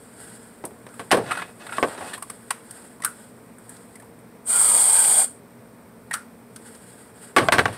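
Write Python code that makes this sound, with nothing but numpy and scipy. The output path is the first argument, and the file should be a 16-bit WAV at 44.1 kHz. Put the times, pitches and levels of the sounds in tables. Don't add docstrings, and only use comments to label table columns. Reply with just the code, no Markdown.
import sys
import numpy as np
from scipy import signal
from scipy.fft import rfft, irfft, next_fast_len
from scipy.io import wavfile
from scipy.ndimage import uniform_filter1d, minimum_filter1d

SR = 44100
rng = np.random.default_rng(int(sys.argv[2]) if len(sys.argv) > 2 else 0)


def log_audio(samples):
    frames = np.atleast_2d(samples).T
    limited = np.clip(frames, -1, 1)
    pcm = np.round(limited * 32767).astype(np.int16)
    wavfile.write(sys.argv[1], SR, pcm)


N = 342874

# time in seconds, jet level in dB.
JET_LEVELS = [(4.44, -63), (4.474, -27.5), (4.496, -22.5), (4.544, -17), (5.194, -15.5), (5.246, -19.5),
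              (5.266, -34.5), (5.4, -63.5)]
# frequency in Hz, relative spectral density of the jet in dB.
JET_SPECTRUM = [(200, -39.5), (450, -22.5), (900, -19.5), (1900, -28), (2750, -44), (3300, -24.5),
                (3900, -30), (4700, -22.5), (6300, -39), (7100, -16), (7650, -17), (8400, 1.5),
                (10800, -25.5), (15700, -35.5)]
# resonance of nozzle or walls in Hz, bandwidth in Hz, relative level in dB.
JET_RESONANCES = [(1058, 80, -17.5), (1590, 74, -23.5), (2175, 94, -17.5), (2410, 55, -20),
                  (3110, 310, -16), (4700, 1500, -25), (7660, 110.6, -22), (8630, 200, -35),
                  (8020, 410, -4.5), (8880, 48, -9.5), (9760, 62, 0), (9220, 86, -2), (11440, 217, -11.5),
                  (12200, 180, -32.5)]
def spray():
    gate, (jet_db,) = envelopes([JET_LEVELS])
    whistles = rms_one(noise_resonances(JET_RESONANCES))
    flutter = from_db(0.88 * drift(150) + .8 * drift(25))
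    jet = flutter * rms_one(coloured(JET_SPECTRUM) + from_db(-8) * whistles)
    age = np.arange(N) / SR - JET_LEVELS[0][0]
    bubbles = from_db(4 * drift(40)) * grains(per_s=1500, spread_db=3.5)
    pops = grains(per_s=120, spread_db=4)
    filling = np.clip(age / .5, 0, 1)
    crackle = from_db(-31) * band(bubbles, 800, 5520) + from_db(-24) * filling * band(pops, 880, 5000)
    cavity = mouth(age)
    return gate * from_db(jet_db) * (jet + crackle + sputters() + from_db(2.5 * drift(60)) * cavity)


# time in seconds, lower resonance in dB over the jet, upper one in Hz and in dB over the jet.
MOUTH_RESONANCES = [(4.47, -35, 1450, -27), (4.58, -20.5, 1437, -19.5), (4.76, -22, 1198, -27),
                    (4.86, -22, 1460, -31), (4.97, -21, 1564, -18.5), (5.08, -26, 1500, -32),
                    (5.22, -16.5, 1490, -27), (5.27, -33, 1480, -21)]
def mouth(age, start_hz=1116, sag_hz_per_s=400):
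    _, (low_db, high_hz, high_db) = envelopes([MOUTH_RESONANCES])
    low_hz = np.clip(start_hz - sag_hz_per_s * age, 0, start_hz)
    return from_db(low_db) * gliding(low_hz, 140) + from_db(high_db) * gliding(high_hz, 79)


# start in seconds, level in dB over the jet.
FLOW_BREAKS = [(4.745, -19.5), (4.808, -15), (4.852, -20), (4.965, -9.5), (5.003, -17), (5.045, -9),
               (5.148, -20)]
def sputters(t60=.04):
    t = np.arange(N) / SR
    spits = sum((t >= s) * from_db(db - 60 * np.maximum(t - s, 0) / t60) for s, db in FLOW_BREAKS)
    return spits * rms_one(band(rng.standard_normal(N), 1000, 5500))


# start in seconds, body level in dB, sharpness and thud in dB over the body,
# contact T60 in seconds, ring frequency in Hz, ring level in dB over the body.
SHELF_KNOCKS = [(0.6389, -37.5, -15, 9, 0.063, 251, -2), (0.7088, -51, -10, 7, 0.036, 635, 15),
                (0.8657, -37, -10, -5, 0.039, 464, -8), (0.9944, -33, -8, -3, 0.12, 410, -2.5),
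                (1.1142, -7.5, -5, -16, 0.11, 773, -4), (1.1255, -0.5, -24, -4, 0.055, 710, -6),
                (1.1448, -19, -10.5, 1.5, 0.041, 434, 11), (1.1696, -30, -4, -19, 0.071, 430, 15.5),
                (1.7829, -24, -13, 1, 0.041, 1120, 6), (1.8278, -12.5, -26, -4.5, 0.07, 444, 0),
                (2.0084, -38.5, -11, -1.5, 0.24, 800, 1), (7.364, -1, -12, -2.5, 0.12, 1155, -8),
                (7.3839, 0.5, -27, -21, 0.023, 488, -2), (7.4856, -1.5, -40, -16, .037, 663, -1.5),
                (7.5221, 0, -10, -10.5, 0.085, 1020, -19.5), (7.583, -6.5, -25, -13, 0.034, 1060, -18),
                (7.591, -7, -18, -18.5, 0.056, 450, -9), (7.6558, -10, -41, -16, 0.032, 1650, -9),
                (7.6807, -33, -14, 3.5, 0.056, 436, 9), (7.727, -49.5, 6, -24, 0.28, 371, -13)]
# mode frequency in Hz, relative gain in dB, T60 in seconds.
SHELF_MODES = [(250, -4, 0.075), (321, 0, 0.12), (386, 8, 0.11), (457, 0.5, 0.26), (693, 3.5, 0.058),
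               (970, -35, 0.078), (1109, 10, 0.052), (1556, 5, 0.043), (2140, 11, 0.033), (2980, 2, .04)]
# band edges in Hz, relative tail in dB, its T60 in seconds.
KNOCK_BANDS = [(2370, 5200, -37.5, 1), (546, 2075, -43.5, 0.83), (190, 730, -9, 0.28),
               (79, 153, -9.5, 0.45), (6760, 17400, -18, 0.14)]
def knocks():
    start, body, sharp, thud, t60, ring_hz, ring_db = np.transpose(SHELF_KNOCKS)
    crack = 1.2 * body + sharp - 0.5
    boom = 0.76 * body - 22
    levels = [crack, body, body + thud, boom, body + sharp]
    rows = contacts(start, levels, t60, .0005, ring_hz, body + ring_db, ring_t60=1.59 * t60)
    touch = first_touch(start, level_db=body - 4 + 0.22 * sharp, jolt_db=1.9 * body - 35)
    shelf = blows(rows, KNOCK_BANDS, SHELF_MODES, mode_gain_db=10.5)
    return touch + shelf + hollow_rings(rows, width_hz=120)


def first_touch(start, level_db, jolt_db, snap_t60=.012, jolt_s=.011):
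    click, snap, jolt = np.zeros((3, N + SR))
    age = np.arange(SR // 10) / SR
    push = age / jolt_s * (2 - age / jolt_s) * np.exp(-age / jolt_s)
    for at, db, push_db in zip(np.round(start * SR).astype(int), level_db, jolt_db):
        click[at] += from_db(db + 20)
        snap[at:at + len(age)] += from_db(db - 60 * age / snap_t60)
        jolt[at:at + len(age)] += from_db(push_db) * push
    noise = rms_one(band(rng.standard_normal(N), 990, 3000))
    return band(click[:N] + 1e-18, 500, 4100) + snap[:N] * noise + jolt[:N]


# start in seconds, treble, crack and body levels in dB, ring in Hz, ring T60 in seconds.
HAND_CLICKS = [(0.6505, -21.5, -39, -42, 860, 0.076), (0.8867, -57, -50, -49, 1430, 0.18),
               (0.939, -38, -61, -45, 1260, .07), (2.177, -31.5, -50, -34.5, 1090, 0.058),
               (2.2229, -23.5, -37, -29.5, 1070, 0.058), (2.2984, -24, -36, -30, 1150, 0.028),
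               (2.505, -14.5, -23.5, -13.5, 940, 0.032), (2.708, -28, -41.5, -48.5, 1520, .07),
               (3.0004, -43, -57, -44, 1040, 0.095), (3.02, -29.5, -40, -37, 1910, 0.11),
               (3.0356, -30, -33, -31, 1230, 0.091), (3.046, -7, -24.5, -24.5, 1380, .17),
               (3.5824, -40, -64, -51, 1420, .08), (3.692, -29.5, -48, -55, 1690, .08),
               (3.7645, -43, -46, -55, 1420, .08), (3.9543, -33.5, -47.5, -47, 2040, .06),
               (3.997, -39, -54, -48, 1740, .05), (4.0207, -50, -59, -45, 900, .11),
               (4.1874, -46, -62, -61, 1164, .05), (6.1093, -29, -41.5, -27.5, 1820, 0.19),
               (6.13, -26.5, -33, -34, 1810, 0.046), (6.1369, -15.5, -22.5, -22.5, 1350, 0.097),
               (6.15, -30, -48, -34.5, 1380, 0.23), (6.5595, -30.5, -36, -43.5, 1440, 0.083),
               (6.6697, -53, -51, -56, 1460, 0.13), (6.7486, -42, -45, -45, 980, .07)]
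# band edges in Hz, relative tail level in dB, tail T60 in seconds.
CLICK_BANDS = [(2600, 6440, -27, 0.31), (600, 2170, -26.5, 0.36), (7100, 18500, -23.5, 0.25)]
def clicks(t60=.032, rise_s=.0031):
    start, treble, crack, body, ring_hz, ring_t60 = np.transpose(HAND_CLICKS)
    rows = contacts(start, [crack, body, treble], t60, rise_s, ring_hz, body + 1.1, ring_t60)
    return blows(rows, CLICK_BANDS) + hollow_rings(rows, width_hz=320)


# start in seconds, body level in dB, sharpness in dB over the body, rise in seconds,
# ring frequency in Hz, ring level in dB over the body.
RIM_CATCHES = [(1.108, -24, -13, .0006, 1200, -14), (1.3073, -17, -17.5, 0.0064, 1060, -19),
               (1.3132, -20.5, -9.5, 0.0079, 1330, 10.5), (1.3506, -29, -15, 0.002, 1390, -2.5),
               (1.3697, -28, -5, 0.0069, 1410, 13), (1.385, -35, -9, .0046, 1400, 11),
               (1.3934, -30, -20, 0.0038, 1400, -4), (1.418, -23, -20, 0.0027, 1650, 4.5),
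               (1.6649, -31, -11, 0.0034, 1050, -4), (1.6905, -31, -18, .006, 1430, 6.5),
               (1.7218, -22.5, -12, 0.011, 1400, 8), (1.767, -42, 4, 0.0029, 1400, 4),
               (2.132, -22, -0.5, 0.019, 1760, 6.5)]
# band edges in Hz, relative tail level in dB, tail T60 in seconds.
SCUFF_BANDS = [(2430, 4200, -43, 0.14), (644, 2040, -27, 0.14), (6530, 18000, -16.5, 0.13)]
def scuffs(t60=.051):
    start, body, sharp, rise_s, ring_hz, ring_db = np.transpose(RIM_CATCHES)
    levels = [body + sharp + 1.8, body, body + sharp]
    rows = contacts(start, levels, t60, rise_s, ring_hz, body + ring_db, ring_t60=.044)
    return blows(rows, SCUFF_BANDS) + hollow_rings(rows, width_hz=120)


# time in seconds, level in dB, crack in dB, ringing in dB over the level.
DRAG_STROKES = [
    [(1.24, -40, -56, -4), (1.296, -29, -66, -9), (1.418, -37.5, -68.5, 1), (1.52, -48, -84, -12)],
    [(1.6, -37.5, -51, -7.5), (1.686, -42.5, -74, -9), (1.78, -34, -45, -6)],
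    [(1.87, -30.5, -59, -31), (1.962, -34, -60, -23), (2.092, -35, -52, -6.5), (2.155, -35, -52, -23),
     (2.2, -64, -80, -18)],
]
# mode frequency in Hz, relative level in dB, T60 in seconds.
CAN_MODES = [(1067, -0.5, 0.15), (1414, 6.5, 0.16), (1670, 4, 0.032), (2530, 1.5, 0.053), (3420, -6, 0.081)]
def drag():
    gate, (level_db, crack_db, ring_db) = envelopes(DRAG_STROKES)
    slips = grains(per_s=2500, spread_db=3.1)
    ringing = sum(from_db(db) * rms_one(resonate(slips, hz, bandwidth(t60))) for hz, db, t60 in CAN_MODES)
    body = from_db(ring_db) * rms_one(ringing) + 0.56 * rms_one(band(slips, 215, 1320))
    crack = rms_one(band(slips, 1100, 3800))
    return gate * from_db(0.86 * drift(40)) * (from_db(level_db) * body + from_db(crack_db) * crack)


# time in seconds, level in dB.
ARM_MOVES = [
    [(0.0, -55), (0.16, -57.5), (0.2, -49.5), (0.33, -48), (0.36, -52), (0.6, -58.5), (0.75, -60),
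     (0.95, -53), (1.2, -56), (1.33, -44.5), (1.55, -58), (1.76, -42), (2.11, -43.5), (2.2, -53),
     (2.33, -53), (2.6, -58), (2.72, -54), (2.77, -47.5), (2.98, -57.5), (3.24, -45.5), (3.38, -56.5),
     (3.58, -61.5), (3.73, -51.5), (3.92, -59.5), (4.1, -65)],
    [(6.5, -66), (6.62, -54), (6.98, -51), (7.13, -60), (7.25, -49), (7.33, -64), (7.45, -43), (7.77, -47)],
]
# frequency in Hz, relative spectral density in dB. The treble peak is the microphone's port.
RUSTLE_SPECTRUM = [(470, -45), (800, -1.5), (976, -4.5), (1070, -18), (1370, -0.5), (1470, 4), (2110, -8),
                   (2250, -14), (3390, -10), (3800, -13), (5120, -10), (5940, -25), (8420, 4), (15700, -27)]
def rustle():
    gate, (level_db,) = envelopes(ARM_MOVES)
    return gate * from_db(level_db + 1.8 * drift(22) + 2.1 * drift(2)) * coloured(RUSTLE_SPECTRUM)


# frequency in Hz, relative spectral density in dB.
AIR_SPECTRUM = [(15, -62), (33, -47), (46, -19.5), (124, -11.5), (150, -16.5), (168, -9), (225, -3),
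                (257, -9), (715, -13), (787, -19.5), (866, -15), (2500, -27), (3250, -74), (5500, -120)]
HISS_SPECTRUM = [(1470, -56), (2500, -9.5), (5430, -7.5), (6540, -15.5), (8690, 3.5), (11100, -11.5),
                 (11500, -5), (13700, -15.5), (14900, -4.5), (15700, -16)]
# frequency in Hz, bandwidth in Hz, level in dB.
FRIDGE_TONES = [(122.8, 7.1, -58), (177, 8, -59.5), (234.3, 15, -53.5), (416.8, 15, -60), (455, 15, -59.5),
                (11750, 190, -71.5), (14400, 120, -71.5)]
def fridge(air_db=-50, hiss_db=-62):
    tones = noise_resonances(FRIDGE_TONES)
    return from_db(air_db) * coloured(AIR_SPECTRUM) + from_db(hiss_db) * coloured(HISS_SPECTRUM) + tones


def walls(x, level_db=-9.5, t60=.059):
    age = np.arange(SR // 5) / SR
    echoes = rng.standard_normal(len(age)) * from_db(-60 * age / t60) * (age > .001)
    echoes *= from_db(level_db) / np.linalg.norm(echoes)
    return x + signal.fftconvolve(x, echoes)[:N]


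def contacts(start, levels_db, t60, rise_s, ring_hz, ring_db, ring_t60):
    columns = np.broadcast_arrays(start, *levels_db, t60, rise_s, ring_hz, ring_db, ring_t60)
    return np.column_stack(columns)


def blows(events, bands, modes=(), mode_gain_db=0):
    out, age = np.zeros(N), np.arange(SR // 2) / SR
    for k, (low_hz, high_hz, tail_db, tail_t60) in enumerate(bands):
        burst, tail = np.zeros((2, N + SR))
        for start, *levels_db, t60, rise_s, _, _, _ in events:
            at = slice(round(start * SR), round(start * SR) + len(age))
            burst[at] += from_db(levels_db[k] - 60 * age / t60) * np.minimum(age / rise_s, 1)
            tail[at] += from_db(levels_db[k] + tail_db - 60 * age / tail_t60) * np.minimum(age / .0047, 1)
        noise = coloured(RUSTLE_SPECTRUM) if high_hz > SR / 4 else rng.standard_normal(N)
        noise = rms_one(band(noise, low_hz, high_hz))
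        out += band(noise * (burst + tail)[:N], low_hz / 0.96, high_hz * 1.96)
        force = rng.standard_normal(N) * burst[:N]
        for hz, db, t60 in modes:
            if low_hz <= hz < high_hz:
                out += from_db(db + mode_gain_db) * resonate(force, hz, bandwidth(t60))
    return out


def hollow_rings(events, width_hz):
    out, age = np.zeros(N + SR), np.arange(SR // 4) / SR
    shakes = rng.standard_normal((len(events), SR // 2))
    for shake, (start, *_, rise_s, hz, level_db, t60) in zip(shakes, events):
        tone = rms_one(resonate(resonate(shake, hz, width_hz), hz, width_hz))[-len(age):]
        swell = np.minimum(age / rise_s, 1)
        at = round(start * SR)
        out[at:at + len(age)] += from_db(level_db - 60 * age / t60) * swell * tone
    return out[:N]


def from_db(db):
    return 10 ** (np.asarray(db) / 20)


def rms_one(x):
    return x / np.sqrt(np.mean(x ** 2) + 1e-20)


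def envelopes(spans):
    t = np.arange(N) / SR
    times, *columns = np.transpose(np.vstack(spans))
    gate = sum((t >= rows[0][0]) & (t <= rows[-1][0]) for rows in spans)
    return uniform_filter1d(gate * 1., size=600), [np.interp(t, times, column) for column in columns]


def coloured(spectrum):
    hz, level_db = np.transpose(spectrum)
    size = next_fast_len(N)
    grid_hz = np.fft.rfftfreq(size, 1 / SR) + 1
    gain = from_db(np.interp(np.log(grid_hz), np.log(hz), level_db))
    return rms_one(irfft(rfft(rng.standard_normal(size)) * gain, size)[:N])


def drift(rate_hz):
    r = np.exp(-2 * np.pi * rate_hz / SR)
    return rms_one(signal.lfilter([1], [1, -2 * r, r * r], rng.standard_normal(N + SR))[SR:])


def bandwidth(t60):
    return np.log(1000) / np.pi / t60


def resonate(x, hz, width_hz):
    r = np.exp(-np.pi * width_hz / SR)
    feedback = [1, -2 * r * np.cos(2 * np.pi * hz / SR), r * r]
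    return signal.lfilter([(1 - r * r) / 2, 0, (r * r - 1) / 2], feedback, x + 1e-18)


def noise_resonances(peaks):
    white = rng.standard_normal(N)
    return sum(from_db(db) * rms_one(resonate(white, hz, width_hz)) for hz, width_hz, db in peaks)


def gliding(hz, spread_hz):
    phase = 2 * np.pi * np.cumsum(hz) / SR
    return rms_one(drift(spread_hz) * np.cos(phase) + drift(spread_hz) * np.sin(phase))


def grains(per_s, spread_db):
    sizes = from_db(spread_db * np.minimum(rng.exponential(1, N), 5)) * rng.choice([-1, 1], N)
    return rms_one(sizes * (rng.random(N) < per_s / SR))


def band(x, low_hz, high_hz):
    edges_hz = [low_hz, min(high_hz, .45 * SR)]
    return signal.sosfilt(signal.butter(2, edges_hz, "band", fs=SR, output="sos"), x)


def scene():
    return (knocks() + clicks() + walls(scuffs() + drag() + rustle() + spray()) + fridge())[None]


def record(dry):
    ceiling, release_db_per_s = .68, 200
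    fall_db = release_db_per_s * np.arange(N) / SR
    over_db = np.maximum(20 * np.log10(np.abs(dry[0]) / ceiling + 1e-9), 0)
    held_db = np.maximum.accumulate(over_db + fall_db) - fall_db
    gain_db = uniform_filter1d(minimum_filter1d(-held_db, size=45), size=45)
    high_pass = signal.butter(2, 35, "high", fs=SR, output="sos")
    low_pass = signal.ellip(12, .5, 70, 15750, fs=SR, output="sos")
    return signal.sosfilt(low_pass, signal.sosfilt(high_pass, dry * from_db(gain_db)))


dry = scene()
out = record(dry)
log_audio(out)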